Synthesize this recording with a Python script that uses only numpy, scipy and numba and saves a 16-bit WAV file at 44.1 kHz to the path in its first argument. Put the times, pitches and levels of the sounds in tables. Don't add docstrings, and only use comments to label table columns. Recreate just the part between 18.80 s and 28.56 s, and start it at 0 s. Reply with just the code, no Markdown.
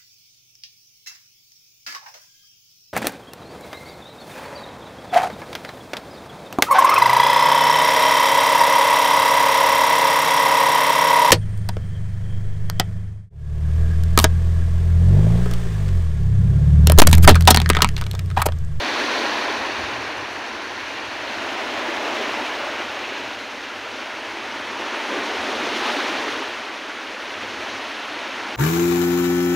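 import sys
import numpy as np
from scipy import signal
from scipy.fft import rfft, irfft
from scipy.io import wavfile
from scipy.ndimage import uniform_filter1d
from numba import njit

SR = 44100
rng = np.random.default_rng(int(sys.argv[2]) if len(sys.argv) > 2 else 0)


def natural_amplitude(level_db):
    exponent = np.asarray(level_db, float) / 20
    return 10 ** exponent


def wrap_up_sound(samples):
    columns = np.atleast_2d(samples).T
    tamed = np.clip(columns, -1, 1)
    steps = np.round(tamed * 32767).astype(np.int16)
    wavfile.write(sys.argv[1], SR, steps)


N = 430416
HZ = np.fft.rfftfreq(N, 1 / SR)


def level(x, db):
    return x * natural_amplitude(db) / np.sqrt(np.mean(x ** 2))


def curves(table):
    s, *columns = np.transpose(table)
    return [np.interp(np.arange(N) / SR, s, column) for column in columns]


def colour(x, points):
    hz, db = np.transpose(points)
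    gain_db = np.interp(np.log(HZ + 1), np.log(hz), db)
    return irfft(rfft(x) * natural_amplitude(gain_db), N)


def band(x, lo_hz, hi_hz):
    low_side = 1 + (lo_hz / (HZ + 1)) ** 16
    high_side = 1 + (HZ / hi_hz) ** 16
    return irfft(rfft(x) / np.sqrt(low_side * high_side), N)


def walk(rate):
    hold = int(SR / rate)
    steps = np.repeat(rng.standard_normal(N // 200)[:N // hold + 1], hold)
    smooth = uniform_filter1d(steps, hold)[:N]
    drift_free = smooth - uniform_filter1d(smooth, 4 * hold)
    return drift_free / drift_free.std()


@njit
def ring(n, start, step, decay, glide, size):
    y = np.zeros(n)
    for k in range(len(start)):
        z, p, g = size[k] + 0j, decay[k] * np.exp(1j * step[k]), np.exp(1j * glide[k])
        for i in range(start[k], min(n, start[k] + int(5 / (1 - decay[k])))):
            y[i] += z.imag
            z *= p
            p *= g
    return y


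def bubbles(lo_hz, hi_hz, rate, cycles, scatter_db, rise=0.275):
    when, pitch, loudness = rng.random((70000, 3)).T[:, :int(rate * N / SR)]
    step = 2 * np.pi * (lo_hz + (hi_hz - lo_hz) * pitch) / SR
    life = cycles * np.pi / step
    glide = rise * step / (2 * life)
    size = natural_amplitude(scatter_db * 3.66 * loudness ** 3) * np.sqrt(step)
    return ring(N, (when * N).astype(np.int64), step, np.exp(-1 / life), glide, size)


# peak_s [s], swell_db [dB], centre_hz [Hz]
SPLASHES = [(.2, 2, 2200), (.23, 2, 10000), (.37, 1, 5000), (.42, 1.6, 400), (1.05, 3, 3500),
            (1.12, 1.6, 1800), (1.33, 1, 1800), (1.53, 4, 11000), (2.1, 2.5, 9000), (2.5, 1.8, 3500),
            (2.64, -0.5, 800), (2.78, 2, 600), (3.22, 2.2, 330), (3.36, 2, 7000), (3.64, 1.8, 9000),
            (3.85, 2.5, 900), (3.99, 2, 2000), (4.36, 2, 2500), (5.18, 3, 5000), (6.0, 6, 450),
            (6.14, 1.6, 2000), (6.33, 6.5, 350), (6.98, 2.5, 10000), (7.07, 3, 900), (7.1, 1.5, 3600),
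            (7.13, 2.5, 12000), (8.1, 2, 1700), (8.66, 2, 600), (8.93, 3, 5500), (9.47, 0.5, 1500),
            (9.63, 1, 1200)]
SPLASH_RISE_S, SPLASH_FALL_S, SPLASH_OCTAVES = 0.031, 0.031, 0.75


def tumbles(hz):
    t, swell_db = np.arange(N) / SR, 0
    for peak_s, db, centre_hz in SPLASHES:
        rise = -((t - peak_s) / SPLASH_RISE_S) ** 2
        fall = (peak_s - t) / SPLASH_FALL_S
        shape = np.exp(np.where(t < peak_s, rise, fall))
        nearness = np.exp(-(np.log2(hz / centre_hz) / SPLASH_OCTAVES) ** 2)
        swell_db = swell_db + db * nearness * shape
    return swell_db


# time_s [s], direction [0 to sea, 1 half turned, 2 along the shore]
PHONE_TURN = [(0, 0), (1.9, 0), (2.7, 1), (4.6, 1), (5.8, 2), (9.76, 2)]
# pitch_hz [Hz], level_db [dB per Hz]
SEA_COLOUR = [(700, -0.5), (1060, 1), (1230, -3), (1880, -2.5), (2100, -6), (2380, -4.5), (3310, -9),
              (4400, -8.5), (4950, -15), (6090, -15), (7780, -31.5), (11000, -35.5)]
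HALF_TURNED_COLOUR = [(700, -2.5), (939, -1.5), (1140, -4), (1670, -7), (2720, -8.5), (2930, -9),
                      (4170, -13), (4660, -18), (6320, -23), (7880, -34), (10600, -37.5)]
SHORE_COLOUR = [(700, -1.5), (916, 0), (1210, -1), (1590, -3), (3190, -6.5), (4270, -11.5), (4890, -16.5),
                (6240, -20), (7690, -31.5), (10400, -35)]
# pitch_hz [Hz], level_db [dB per Hz]
BASS_COLOUR = [(200, 4.6), (260, 4.3), (303, 5.3), (474, 0.31), (602, 1.15)]
TREBLE_COLOUR = [(13000, -44), (15600, -39.5)]


def facing(x):
    turn, total = curves(PHONE_TURN)[0], 0
    for k, side in enumerate((SEA_COLOUR, HALF_TURNED_COLOUR, SHORE_COLOUR)):
        heard = level(colour(x, BASS_COLOUR + side + TREBLE_COLOUR), 0)
        total = total + np.clip(1 - abs(turn - k), 0, 1) * heard
    return total


# time_s [s], strength_db [dB], brightness_db [dB], plunge_db [dB]
WAVES = [(0, -23.5, 2.5, 0.5), (.41, -22, 1.5, -0.5), (.9, -25.5, 0.5, -1.5), (1.44, -29.5, -1, 0.5),
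         (1.9, -30, 0.5, 0.5), (2.38, -29.5, 1.5, -1.5), (2.6, -27, -0.5, -0.5), (3.0, -26, -1, -0.5),
         (3.42, -24.5, -2, 0.5), (4.0, -27.5, -1, -1.5), (4.4, -29.5, 1, -0.5), (4.75, -32.5, 2, 1.5),
         (5.3, -31, 0, 0.5), (5.9, -29.5, 0.5, 0), (6.35, -25.5, -0.5, 0.5), (6.85, -25, .5, 2),
         (7.1, -23, 1.5, 0), (7.5, -25.5, 0.5, 1), (7.85, -31, 1.5, -0.5), (8.29, -32, 1.5, 0.5),
         (8.81, -29.5, 1, 2.5), (9.27, -30, 2, -1.5), (9.76, -29, 0, 0.5)]
# lowest_hz [Hz], highest_hz [Hz], wanted_rate [bubbles per s], cycles [count],
# scatter_db [dB], bubbles_over_rush_db [dB], flicker_db [dB; minus turns it upside down]
BUBBLE_SIZES = [(184.5, 565, 600, 5.73, 0.5, -9.5, -0.1), (530.4, 1250, 1600, 12.53, 2, -8.5, 0.21),
                (1225, 3200, 4000, 15.47, 1.5, -8, 0.23), (3024, 4940, 4000, 10.5, 1.5, -6, 0.28),
                (4680, 7470, 5000, 9.8, 0.5, -10, 0.34), (7360, 15800, 7800, 20, 2.5, -4.5, 0.5)]
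# usual_db [dB at usual strength], swell [dB per dB of strength], sparkle [dB per dB of brightness],
# thump [dB per dB of plunge], far_db [dB]
WAVE_FOLLOW = [(-35, 1.25, -.2, 1, -49.5), (-33.5, 1.13, -0.41, 0.0012, -43.5),
               (-31.5, 0.91, 0.082, 0.0027, -42), (-40, 1.2, 1, 0.093, -53.5),
               (-45, 1.02, 0.38, 0.36, -56.5), (-57, 1.14, 0.3, 0.25, -64.5)]
USUAL_DB = -28
SLOSH_SHARE, SLOSH_RATE, FLICKER_RATE = 0.87, 34, 44


def surf():
    out, slosh = 0, walk(SLOSH_RATE)
    strength_db, bright_db, plunge_db = curves(WAVES)
    for follow, size in zip(WAVE_FOLLOW, BUBBLE_SIZES):
        usual_db, swell, sparkle, thump, far_db = follow
        lo_hz, hi_hz, rate, cycles, scatter_db, crowd_db, flicker_db = size
        near_db = usual_db + swell * (strength_db - USUAL_DB)
        near_db = near_db + sparkle * bright_db + thump * plunge_db
        near_db = near_db + tumbles(np.sqrt(lo_hz * hi_hz))
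        total_db = 10 * np.log10(natural_amplitude(2 * near_db) + natural_amplitude(2 * far_db))
        crowd = level(bubbles(lo_hz, hi_hz, rate, cycles, scatter_db), crowd_db)
        rush = level(rng.standard_normal(N), 0)
        water = facing(band(rush + crowd, lo_hz, hi_hz))
        wobble_db = flicker_db * (slosh * SLOSH_SHARE + walk(FLICKER_RATE))
        out = out + level(water * natural_amplitude(wobble_db), total_db)
    return out


# time_s [s], strength_db [dB]
GUSTS = [(0, -52), (.4, -55), (.9, -51), (1.05, -42.5), (1.25, -49), (1.42, -46), (1.58, -56), (2.0, -54.5),
         (2.5, -52.5), (2.9, -55), (3.5, -56), (4.5, -55.5), (4.75, -60), (5.4, -59.5), (5.85, -55),
         (6.2, -63), (6.5, -59), (6.8, -54), (7.25, -60), (7.55, -55), (8.05, -67), (8.45, -61),
         (8.65, -53), (8.95, -53), (9.1, -64), (9.76, -57)]
# pitch_hz [Hz], level_db [dB per Hz]
AIR_COLOUR = [(20, -36), (33, -20), (50, -7), (70, -6.5), (100, 2), (150, 4.5), (220, -16), (400, -41)]
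# time_s [s], change_db [dB]
HAND_SHELTER = [(0, 2), (.8, 2), (2.6, 0), (3.1, -4), (5.5, -4), (6.1, -12), (7.6, -9), (8.3, -6),
                (9.76, -11)]
# start_s [s], size_db [dB]
AIR_PUFFS = [(6.585, -48), (7.357, -61), (8.885, -56)]
PUFF_HZ, PUFF_S = 81, .02
USUAL_GUST_DB, DEEP_DB, DEEP_FOLLOW = -56.5, -62, .45
BOOST_DB = 8


def breeze():
    gust_db = curves(GUSTS)[0]
    air = colour(rng.standard_normal(N), AIR_COLOUR) * natural_amplitude(1.2 * walk(19))
    deep_db = DEEP_DB + DEEP_FOLLOW * (gust_db - USUAL_GUST_DB) + curves(HAND_SHELTER)[0]
    deep = level(band(air, 25, 64), deep_db)
    gusts = level(band(air, 65, 400), gust_db)
    t, puffs = np.arange(N) / SR, 0
    for start_s, size_db in AIR_PUFFS:
        shape = np.exp(-((t - start_s - PUFF_S) / PUFF_S) ** 2)
        puffs = puffs + natural_amplitude(size_db) * shape * np.sin(2 * np.pi * PUFF_HZ * (t - start_s))
    return deep + natural_amplitude(BOOST_DB) * (gusts + puffs)


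def scene():
    return np.tile(surf() + breeze(), (2, 1))


def roll_off(x):
    return signal.sosfilt(signal.butter(12, 16910, fs=SR, output="sos"), x)


def record(dry):
    notch_hz, corner_hz, corner_q, top_hz = 164, 188.5, 0.88, 15720
    hz = np.fft.rfftfreq(2 * N, 1 / SR)
    s = 1j * hz
    notch = s ** 2 + .05 * notch_hz * s + notch_hz ** 2
    corner = s ** 2 + s * corner_hz / corner_q + corner_hz ** 2
    response = notch / corner * (hz < top_hz)
    mirrored = np.concatenate([dry, dry[:, ::-1]], axis=1)
    mix = irfft(rfft(mirrored) * response, 2 * N)[:, :N]
    return roll_off(mix)


dry = scene()
out = record(dry)
wrap_up_sound(out)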